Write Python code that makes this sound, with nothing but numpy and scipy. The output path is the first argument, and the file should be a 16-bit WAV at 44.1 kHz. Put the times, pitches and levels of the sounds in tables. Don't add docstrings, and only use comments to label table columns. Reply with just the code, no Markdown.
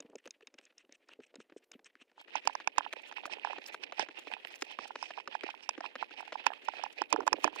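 import sys
import numpy as np
from scipy import signal
from scipy.io import wavfile

SR = 44100
rng = np.random.default_rng(int(sys.argv[2]) if len(sys.argv) > 2 else 0)


def linear_from_db(decibels):
    return 10 ** (np.asarray(decibels, float) / 20)


def store_pcm(level_fs):
    pcm = np.round(np.clip(level_fs, -1, 1) * 32767).astype(np.int16)
    wavfile.write(sys.argv[1], SR, np.atleast_2d(pcm).T)


N = 335160
REVERSED = np.array([[-1], [1]])


def ring(x, hz, t60):
    radius, angle = linear_from_db(-60 / (t60 * SR)), 2 * np.pi * hz / SR
    return signal.lfilter([0, np.sin(angle)], [1, -2 * radius * np.cos(angle), radius ** 2], x + 1e-18)


def band(x, lo_hz, hi_hz):
    return signal.sosfilt(signal.butter(2, [lo_hz, hi_hz], "band", fs=SR, output="sos"), x + 1e-18)


def soft(x, hz):
    return signal.sosfilt(signal.butter(4, hz, fs=SR, output="sos"), x + 1e-18)


def rms_one(x):
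    return x / np.sqrt(np.mean(x ** 2))


def by_air(x):
    return np.array([x, np.roll(x, shift=2)])


def blows(times, level_db, spread_s, count):
    out, chance = np.zeros(N), rng.random((len(times), 2 * count))
    for k in range(count):
        late = chance[:, k] * (k > 0)
        at = np.clip(((times + spread_s * late) * SR).astype(int), 0, N - 1)
        push = np.cbrt(2 * chance[:, count + k] - 1) if k else -1
        np.add.at(out, at, push * linear_from_db(level_db) * (1 - .65 * late))
    return out


def swings(rows):
    s, level_db, hz, swell = np.transpose(rows)[:, :, None]
    t, out = np.arange(int(.04 * SR)) / SR, np.zeros(N + SR)
    u = t / np.clip(swell, .001, .008)
    envelope = (u * np.exp(1 - u)) ** 2
    at = (s * SR).astype(int) + np.arange(len(t))
    np.add.at(out, at, -linear_from_db(level_db) * envelope * np.sin(2 * np.pi * hz * t))
    return out[:N]


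def strokes(rows):
    power = np.zeros(N)
    for centre, length, level_db in rows:
        at = np.arange(max(int((centre - 2 * length) * SR), 0), min(int((centre + length) * SR), N))
        u = (at / SR - centre) / length
        power[at] += linear_from_db(2 * level_db) * np.exp(-np.where(u < 0, 5.0, 11.0) * u ** 2)
    return np.sqrt(power)


def grains(per_s, spread_db):
    sizes = linear_from_db(spread_db * np.minimum(rng.exponential(1, N), 4)) * rng.choice([-1, 1], N)
    return rms_one(sizes * (rng.random(N) < per_s / SR))


def flicker(hz, depth_db):
    lowpass = signal.butter(2, hz, fs=SR / 20, output="sos")
    slow = signal.sosfilt(lowpass, rng.standard_normal(N // 20 + 999))[998:]
    slow = np.minimum(rms_one(slow), 1.2)
    return linear_from_db(depth_db * np.interp(np.arange(N) / 20, np.arange(len(slow)), slow))


def casing(force, modes, uneven=None):
    out = np.zeros((2, N))
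    for k, (hz, right_db, left_db, t60) in enumerate(modes):
        share = 1 if uneven is None else uneven[k]
        left_sign = 1 if 3500 < hz < 4500 or hz > 7800 else -1
        gains = np.array([[left_sign * linear_from_db(left_db)], [linear_from_db(right_db)]])
        out += ring(force * share, hz, min(t60, .02)) * (-1) ** k * gains
    return out


# start in seconds, knock level in dB,
# hard tick level in dB, battery door pitch in Hz.
KNOCKS = [(2.354, -18.5, -27.5, 900), (2.474, -13, -25.5, 897), (2.552, -21.5, -40, 950),
          (2.674, -18, -28, 902), (2.782, -11, -21.5, 945), (3.124, -40, -50, 920), (3.255, -32, -52, 1270),
          (3.448, -19.5, -46.5, 870), (3.531, -27, -52, 939), (3.995, -19.5, -32, 845),
          (4.025, -34, -44, 760), (4.622, -45, -35.5, 810), (5.027, -24.5, -43.5, 924),
          (5.351, -21.5, -45, 867), (5.438, -39, -54, 950), (5.691, -20, -26.5, 930),
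          (5.808, -29, -55, 760), (6.026, -20.5, -52, 895), (6.466, -10.5, -23.5, 925),
          (6.685, -17.5, -45.5, 900), (6.837, -21.5, -37, 864), (7.018, -16, -42.5, 905),
          (7.127, -11.5, -22.5, 980), (7.161, -19.5, -44.5, 870), (7.205, -23.5, -48.5, 940),
          (7.277, -11, -30, 942), (7.329, -15, -24, 940), (7.443, -11, -22.5, 990), (7.477, -19, -47, 890),
          (7.561, -32, -64, 970)]
# start in seconds, peak in dB, door pitch in Hz.
BOUNCES = [(2.179, -33, 890), (2.213, -42, 875), (2.496, -31.5, 910), (2.807, -30, 920),
           (2.863, -31.5, 870), (2.965, -44, 865), (2.999, -51, 880), (3.113, -41, 890),
           (3.182, -37.5, 934), (3.235, -39.5, 784), (3.277, -42, 670), (3.297, -42, 860), (3.37, -49, 840),
           (3.384, -43.5, 850), (3.472, -31, 900), (3.499, -35.5, 755), (3.506, -35.5, 860),
           (3.563, -43, 820), (3.743, -40.5, 880), (3.922, -33.5, 1000), (3.982, -38, 786),
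           (4.064, -49, 845), (4.089, -47, 920), (4.185, -45.5, 810), (4.271, -48, 725),
           (4.315, -37.5, 830), (4.322, -38, 890), (4.336, -39.5, 830), (4.366, -40.5, 880),
           (4.788, -29, 1084), (4.855, -39, 820), (4.906, -34, 875), (5.106, -39, 632), (5.176, -32.5, 925),
           (5.182, -33, 810), (5.2, -40, 955), (5.275, -32, 1350), (5.409, -56, 988), (5.464, -41, 760),
           (5.489, -31.5, 870), (5.541, -40, 905), (5.841, -31.5, 930), (5.854, -34.5, 1000),
           (6.032, -41.5, 990), (6.205, -35, 890), (6.228, -39, 800), (6.277, -41, 840), (6.321, -41, 870),
           (6.355, -27.5, 884), (6.398, -44.5, 780), (6.503, -31.5, 780), (6.518, -35.5, 820),
           (6.532, -39.5, 1130), (6.736, -39, 760), (6.794, -36.5, 714), (6.863, -31.5, 870),
           (7.268, -28.5, 1000), (7.364, -45, 670), (7.45, -25.5, 650), (7.529, -43, 915)]


def weights():
    rows = [(s, db, hz) for s, db, _, hz in KNOCKS] + [(s, db + 3.5, hz) for s, db, hz in BOUNCES]
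    return np.transpose(rows)


def battery_door():
    s, knock_db, hz = weights()
    swell = 0.0016 * 940 / hz * rng.uniform(.85, 1.2, len(s))
    door = swings(np.c_[s - .0003, knock_db + 1.0, hz, swell])
    return_db = knock_db - 19.5 + rng.normal(0, 3, len(s))
    door = door + swings(np.c_[s + 0.0055, return_db, hz * .97, swell])
    edge = blows(s, knock_db - 9.0 + rng.normal(0, 0.79, len(s)), spread_s=0.00282, count=3)
    door = door + soft(linear_from_db(2.5) * ring(edge, 1396, 0.008) - ring(edge, 1717, 0.013), 2460)
    return door * linear_from_db([[-33], [0]])


# start in seconds, level in dB.
TICKS = [(.004, -34), (.156, -35.5), (.258, -59), (.275, -43), (.3075, -35), (.471, -38), (.541, -44),
         (.587, -47), (.653, -53.5), (.781, -41.5), (.924, -40), (1.087, -49), (1.134, -60), (1.356, -40.5),
         (1.401, -57), (1.717, -36), (1.845, -47), (2.933, -73), (4.955, -70), (5.105, -66), (5.276, -52),
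         (5.502, -51)]
# pitch in Hz, level at the right port in dB,
# level at the left port in dB, t60 in seconds.
HARD_MODES = [
    (1620, 14, -19, 0.0073),
    (2135, 7, -14, 0.0067),
    (2504, 10, -10.5, 0.0085),
    (3700, -22, -18.5, 0.024),
    (5050, -13, -24, 0.03),
    (5250, 11.5, -6, 0.0065),
    (6250, 6.5, -3, 0.0066),
    (6790, 7.5, 0.5, 0.0029),
    (9460, -10, -26.5, 0.0076),
]


def hard_ticks():
    ticks = TICKS + [(s, tick_db) for s, _, tick_db, _ in KNOCKS] + [(s, db - 41) for s, db, _ in BOUNCES]
    s, tick_db = np.transpose(sorted(ticks))
    shares = linear_from_db(4 * rng.standard_normal((len(s), len(HARD_MODES))))
    current = np.searchsorted(s[1:] - .005, np.arange(N) / SR)
    touch = blows(s, tick_db - 3.5, spread_s=.0025, count=4)
    modes = casing(touch, HARD_MODES, shares[current].T)
    body = band(touch, 1300, 5700) * linear_from_db([[-8.0], [9.0]]) * REVERSED
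    left_edge = band(touch, 3750, 4200) * [[linear_from_db(4.0)], [0]]
    return soft(modes + body + left_edge, 9600)


# start in seconds, peak in dB, pitch in Hz, swell in seconds.
THUDS = [(2.47, -39.5, 625, 0.0042), (2.548, -49, 635, 0.0043), (2.671, -47, 596, 0.0034),
         (2.78, -38.5, 595, 0.004), (2.925, -53, 590, 0.0028), (2.967, -46, 507, 0.0023),
         (3.257, -54, 560, 0.009), (3.368, -48, 460, 0.0025), (3.501, -47, 553, 0.006),
         (3.581, -44, 350, 0.002), (3.744, -59, 600, 0.0023), (3.92, -51, 553, 0.0064),
         (3.994, -32.5, 395, 0.0014), (4.027, -42, 570, 0.0036), (4.181, -55.5, 340, 0.006),
         (4.271, -45.5, 390, 0.0034), (4.301, -49, 550, 0.0021), (4.622, -37.5, 418, 0.0034),
         (4.786, -48, 524, 0.0046), (5.024, -57, 566, 0.0025), (5.103, -45, 610, 0.0035),
         (5.177, -50, 456, 0.0046), (5.276, -50.5, 540, 0.0083), (5.347, -51, 626, 0.0031),
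         (5.438, -33, 377, 0.0021), (5.688, -48.5, 594, 0.0037), (5.78, -41.5, 305, 0.0032),
         (5.953, -49, 478, 0.0036), (6.112, -56, 322, 0.0035), (6.323, -50, 616, 0.0036),
         (6.398, -51, 310, 0.0031), (6.462, -41, 630, 0.0025), (6.68, -40, 618, 0.0046),
         (6.988, -46, 533, 0.0031), (7.013, -34.5, 353, 0.003), (7.123, -33.5, 553, 0.0044),
         (7.184, -31.5, 417, 0.005), (7.265, -38, 600, 0.0044), (7.32, -39, 398, 0.0035),
         (7.375, -50, 441, 0.0039), (7.448, -24.5, 304, 0.0019)]


def shell_thuds():
    s, knock_db, _ = weights()
    thud = blows(s + 0.0028, knock_db - 66, spread_s=0.0052, count=4)
    shell = ring(ring(thud, 278, 0.11), 464, 0.047) + linear_from_db(8.5) * swings(THUDS)
    return shell * linear_from_db([[-16], [0]]) * REVERSED


# start in seconds, peak in dB.
SNAPS = [(2.9274, -27.5), (2.9668, -40), (3.086, -49), (3.113, -38), (3.396, -41), (3.4186, -50),
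         (3.5644, -51), (4.3158, -33), (4.326, -35.5), (4.337, -26), (5.505, -34.5), (5.708, -39),
         (4.4485, -32), (4.4719, -31.5), (4.5407, -35), (4.644, -43), (3.733, -38), (5.057, -38),
         (5.137, -40), (5.1999, -39), (5.409, -33), (6.2756, -48), (6.4403, -46), (6.5356, -34),
         (7.0382, -37), (7.266, -43), (7.5871, -29)]
# start in seconds, peak in dB.
EARLY_SNAPS = [
    (0.0248, -50.5),
    (0.241, -57),
    (0.2498, -54),
    (0.2564, -40.5),
    (0.2623, -44),
    (0.4254, -63),
    (0.613, -53),
    (1.098, -64),
    (1.1209, -59),
    (1.135, -46),
]


def edge_snaps():
    s, snap_db = np.transpose([(s, db + 10) for s, db in EARLY_SNAPS] + SNAPS)
    snap = blows(s, snap_db - 3.0, spread_s=0.0018, count=4)
    return soft(casing(snap, RUB_MODES[2:]), 4000) + linear_from_db(-20.5) * casing(snap, RUB_BRIGHT_MODES[1:])


# centre in seconds, length in seconds, level in dB.
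JOLTS = [
    (.05, 0.14, -49),
    (.14, 0.025, -39),
    (1.39, 0.016, -49),
    (7.14, 0.03, -32.5),
    (7.19, 0.02, -30),
    (7.222, 0.031, -37),
    (7.268, 0.056, -43),
    (7.335, 0.045, -33.5),
    (7.392, 0.027, -42),
    (7.465, 0.037, -31),
]


def jolts():
    slips = grains(per_s=830, spread_db=7.0) * strokes(JOLTS)
    low = ring(slips, 300, 0.034) - ring(slips, 443, 0.024) + linear_from_db(6.5) * ring(slips, 675, 0.0054)
    return soft(low, 1700) * linear_from_db([[-38], [-21]])


# centre in seconds, length in seconds, level in dB, brightness in dB.
FAST_RUBS = [(0.1, 0.0064, -63, 2), (0.187, 0.0066, -48, 0), (0.266, 0.037, -53, -10),
             (0.64, 0.028, -53.5, 0), (0.803, 0.033, -53, -6), (0.952, 0.014, -50, -1),
             (1.241, 0.026, -52, -6), (1.269, 0.0084, -59, 7.5), (1.415, 0.025, -56.5, 2),
             (1.581, 0.016, -56, 6.5), (1.867, 0.018, -46.5, -1), (2.02, 0.025, -49.5, -8),
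             (2.37, 0.054, -43, -14), (3.329, 0.025, -34, -6.5), (3.665, 0.0081, -58, 15.5),
             (3.837, 0.02, -45.5, -3.5), (4.015, 0.054, -37, -9.5), (4.184, 0.043, -48.5, -14),
             (4.521, 0.11, -52.5, -9.5), (4.71, 0.081, -48.5, -13), (4.847, 0.091, -48, -9),
             (5.062, 0.14, -51.5, -4), (5.192, 0.054, -50, -9), (5.643, 0.029, -54.5, 3),
             (5.859, 0.034, -42, -14), (6.196, 0.042, -46.5, -11), (6.347, 0.027, -52.5, -7),
             (6.472, 0.038, -41, -19), (7.132, 0.023, -39.5, -30), (7.277, 0.021, -45, -21),
             (7.461, 0.067, -46.5, -24)]
# centre in seconds, length in seconds, level in dB.
SLOW_RUBS = [(0.428, 0.012, -49), (0.478, 0.0083, -58), (0.588, 0.01, -46), (0.85, 0.0063, -54),
             (1.123, 0.042, -50.5), (1.74, 0.014, -49), (2.203, 0.036, -43.5), (2.246, 0.009, -55),
             (2.504, 0.1, -50.5), (2.785, 0.02, -43), (2.845, 0.023, -46), (2.989, 0.038, -49),
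             (3.178, 0.027, -42), (3.508, 0.072, -45), (4.278, 0.041, -51.5), (4.337, 0.037, -45.5),
             (5.343, 0.052, -46.5), (5.477, 0.08, -49.5), (6.015, 0.046, -46.5), (6.135, 0.036, -49.5),
             (6.277, 0.034, -51.5), (6.4, 0.02, -52), (6.682, 0.031, -47), (6.802, 0.16, -48),
             (7.003, 0.05, -43.5), (7.33, 0.021, -41.5)]
# pitch in Hz, level at the right port in dB,
# level at the left port in dB, t60 in seconds.
RUB_MODES = [
    (377, -1, -16, 0.0053),
    (863, -6, -39, 0.015),
    (1787, 3, -13, 0.0041),
    (2540, 5.5, -8, 0.0086),
    (3050, 7, -10, 0.0044),
    (3960, 10, -6, 0.00059),
]
RUB_BRIGHT_MODES = [
    (5300, 12, -3, 0.0029),
    (6300, 3, 4, 0.00036),
    (8200, -3, -5.5, 0.0045),
]


def rubbing(cloth_db):
    rows = np.array(FAST_RUBS + [(*row, -15.5) for row in SLOW_RUBS])
    slips = grains(per_s=2800, spread_db=1.5) * flicker(50, depth_db=3.5)
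    pressure = np.hypot(strokes(rows[:, :3]), linear_from_db(cloth_db) * flicker(22, depth_db=5.5))
    bright = strokes(np.c_[rows[:, :2], rows[:, 2] + rows[:, 3]])
    uneven = [flicker(25, depth_db=2.5) for _ in RUB_MODES]
    prickle = grains(per_s=260, spread_db=4) * flicker(14, depth_db=6) * linear_from_db(cloth_db - 4)
    dull = soft(casing(slips * pressure + prickle, RUB_MODES, uneven), 4130)
    bright_force = slips * (bright + linear_from_db(-46.0) * pressure) + linear_from_db(-13.5) * prickle
    return dull * linear_from_db(-15.5) + soft(casing(bright_force, RUB_BRIGHT_MODES), 7400) * linear_from_db(-22.5)


# start in seconds, thump level in dB, slap level in dB.
FOOTFALLS = [(.004, -24, -56), (0.099, -26.5, -69), (.156, -16.5, -56), (0.259, -27.5, -67),
             (0.275, -25, -48), (0.408, -33, -58), (0.473, -35, -55.5), (0.541, -32, -58),
             (0.589, -30, -57), (.846, -39.5, -78), (0.893, -34.5, -63), (0.923, -38, -80),
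             (1.09, -38, -54), (1.132, -61, -64), (1.192, -19.5, -86), (1.203, -33, -57),
             (1.342, -38, -56), (1.358, -25.5, -54), (1.403, -24.5, -51), (1.498, -37, -60),
             (1.523, -26.5, -60), (1.564, -26.5, -69), (1.715, -34.5, -57), (1.751, -26, -84),
             (1.793, -34, -57), (1.954, -38, -56), (2.014, -37, -61), (2.116, -64, -64),
             (2.281, -53, -54.5), (0.725, -58, -69),
             (2.453, -21.5, -45), (2.601, -56, -39.5), (2.761, -46, -50), (2.933, -32, -35),
         (3.126, -41, -43.5), (3.255, -57, -35.5), (3.583, -19.5, -39.5), (3.745, -33, -37),
         (3.923, -50, -38), (4.087, -22.5, -40), (4.271, -26, -43.5), (4.451, -66, -41.5),
         (4.622, -15.5, -30.5), (4.788, -21.5, -36.5), (4.956, -22, -34), (5.106, -43, -38.5),
         (5.276, -21, -37.5), (5.435, -21, -35.5), (5.779, -18, -42.5), (5.955, -22.5, -33),
         (6.109, -63, -46), (6.323, -68, -34.5), (6.441, -65, -50), (6.683, -62, -41), (6.86, -26, -46),
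         (7.441, -56, -38), (7.597, -50, -36)]
SCUFFS = [(3.505, -43, -46), (3.996, -51, -31.5), (4.026, -31, -51), (4.313, -65, -49), (4.334, -27, -63),
          (4.852, -30, -57), (5.465, -53, -43), (5.806, -58, -41.5), (6.028, -68, -45), (6.328, -31, -40),
          (6.737, -53, -48), (7.274, -29, -38), (7.475, -56, -50)]
# start in seconds, peak in dB, pitch in Hz, swell in seconds.
HEELS = [(0.047, -42, 202, 0.0025), (0.046, -57, 475, 0.0072), (0.097, -66, 310, 0.0038),
         (0.129, -49, 320, 0.0034), (0.153, -34.5, 415, 0.0015), (0.259, -45.5, 512, 0.0044),
         (0.426, -62, 368, 0.0036), (0.425, -54.5, 440, 0.0059), (0.541, -62, 530, 0.0042),
         (0.889, -67, 563, 0.0093), (1.19, -47.5, 409, 0.0071), (1.34, -47.5, 452, 0.0015),
         (1.38, -43, 224, 0.0065), (1.519, -50.5, 337, 0.0028), (1.563, -38, 416, 0.0018),
         (1.713, -61, 444, 0.0023), (1.75, -44.5, 234, 0.0042), (2.013, -54, 265, 0.0034)]


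def footfalls():
    s, thump_db, slap_db = np.transpose(FOOTFALLS + SCUFFS)
    drag = blows(s - .002, thump_db - 45.0, spread_s=0.01406, count=5)
    thump = ring(ring(drag, 264, 0.02), 544, 0.018)
    grit = blows(s, slap_db + 12, spread_s=0.006, count=8)
    slap = ring(grit, 652, 0.0044) * linear_from_db(-8.0)
    slap = slap - ring(grit, 1650, 0.0026) * linear_from_db(-3.0) + ring(grit, 3240, 0.00064) * linear_from_db(-3.5)
    return by_air(thump + swings(HEELS) + soft(slap, 7400))


# centre in seconds, length in seconds, level in dB.
SWISHES = [(1.644, 0.0094, -71), (2.216, 0.0054, -59), (2.456, 0.0074, -53), (2.536, 0.0093, -61),
           (2.933, 0.0083, -46.5), (3.022, 0.01, -61), (3.085, 0.031, -60.5), (3.263, 0.011, -47),
           (3.64, 0.018, -63), (3.68, 0.022, -52.5), (4.28, 0.18, -71.5), (3.743, 0.023, -53.5),
           (4.194, 0.012, -54), (4.475, 0.024, -74), (4.525, 0.017, -57), (4.558, 0.015, -52.5),
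           (4.593, 0.0097, -64), (4.622, 0.021, -48.5), (4.652, 0.0081, -58), (4.718, 0.011, -55),
           (4.88, 0.0078, -48), (6.21, 0.0088, -57), (6.279, 0.0073, -60), (6.464, 0.0085, -50),
           (6.653, 0.013, -57), (6.76, 0.049, -67), (6.929, 0.013, -59.5), (6.987, 0.0089, -62),
           (7.106, 0.01, -50), (7.269, 0.0068, -45), (7.4, 0.025, -64), (7.444, 0.026, -46.5),
           (7.56, 0.011, -46)]


def swish():
    shared, left, right = [grains(per_s=6000, spread_db=2.5) for _ in range(3)]
    crackle = 1.6 * by_air(shared) + np.array([left, right])
    crackle = crackle * strokes(SWISHES) * flicker(120, depth_db=3)
    return band(crackle, 13000, 18000) * linear_from_db(-19.5) - band(crackle, 930, 8260) * linear_from_db(-3.5)


SHEEN_S = (1.73, 3.68, 4.48, 4.57, 5.04, 6.75, 7.41)
# length in seconds, level in dB, pitch in Hz.
SHEENS = [
    (0.16, -92, 11400),
    (0.022, -63, 11500),
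    (0.027, -70, 11300),
    (0.041, -78, 13000),
    (0.11, -63.5, 5000),
    (.05, -85, 14000),
    (0.042, -76, 13000),
]


def sleeve():
    fibres = np.array([grains(per_s=6000, spread_db=2.5) for _ in range(2)])
    out = np.zeros((2, N))
    for s, (length, db, hz) in zip(SHEEN_S, SHEENS):
        out += band(fibres, hz * 0.94, hz * 1.32) * strokes([(s, length, db)])
    return out * linear_from_db(8.5)


def far_leaves(hiss_db):
    far = signal.lfilter([1], [1, -.75], rng.standard_normal((2, N)))
    gusts = flicker(30, depth_db=6)
    leaves = soft(far, 9500) * gusts + band(far, 9500, 16000) * gusts[::-1]
    return leaves * linear_from_db(hiss_db + 3) + linear_from_db(-94) * far[:, ::-1]


def wind(rumble_db, air_db):
    white = rng.standard_normal((2, N))
    low = rms_one(band(white, 191, 550)) + linear_from_db(-10.5) * rms_one(band(white, 33, 59))
    foliage = rms_one(band(white[::-1], 1640, 3030)) * flicker(18, depth_db=11.5)
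    lumps = np.array([flicker(25, depth_db=4.5), flicker(22.8, depth_db=5.5)])
    return (low + linear_from_db([[-7], [-12]]) * foliage) * lumps * linear_from_db(np.array([air_db, rumble_db]) + 10.5)


# time in seconds, level in dB above a steady trot.
JOSTLE = [
    (0, -34),
    (.4, -35),
    (2.1, -41.5),
    (2.3, -9),
    (3.6, -1),
    (4.4, -7.5),
    (5.602, -6.5),
    (7.2, -3.5),
    (7.6, 2.5),
]
# level at a steady trot in dB, share of the jostle followed.
BEDS = [
    (-56.5, 0.95),
    (-69, 1.5),
    (-74, 0.38),
    (-85, 0.4),
]


def scene():
    jostle_db = np.interp(np.arange(N) / SR, *np.transpose(JOSTLE))
    cloth_db, rumble_db, air_db, hiss_db = [db + share * jostle_db for db, share in BEDS]
    strap = hard_ticks() + edge_snaps() + battery_door() + shell_thuds() + jolts() + rubbing(cloth_db)
    ground = footfalls() + swish() + sleeve()
    return strap + ground + far_leaves(hiss_db) + wind(rumble_db, air_db)


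def band_limit(x):
    return signal.sosfilt(signal.butter(12, 15830, fs=SR, output="sos"), x)


STEREO_FROM_S = (2.155, 2.3)


def record(dry):
    low_cut = signal.butter(4, 266, "high", fs=SR, output="sos")
    left, right = signal.sosfilt(low_cut, dry) + linear_from_db(-22.5) * dry
    opened = np.interp(np.arange(N) / SR, STEREO_FROM_S, [0, 1])
    pair = np.array([left, left + opened * (right - left)])
    pair = pair + 0.16 * pair ** 2
    ceiling = 0.43
    limited = pair / (1 + np.abs(pair / ceiling) ** 4) ** (1 / 4)
    limited = signal.sosfilt(signal.cheby2(10, 50, 16600, fs=SR, output="sos"), limited)
    return band_limit(limited)


dry = scene()
out = record(dry)
store_pcm(out)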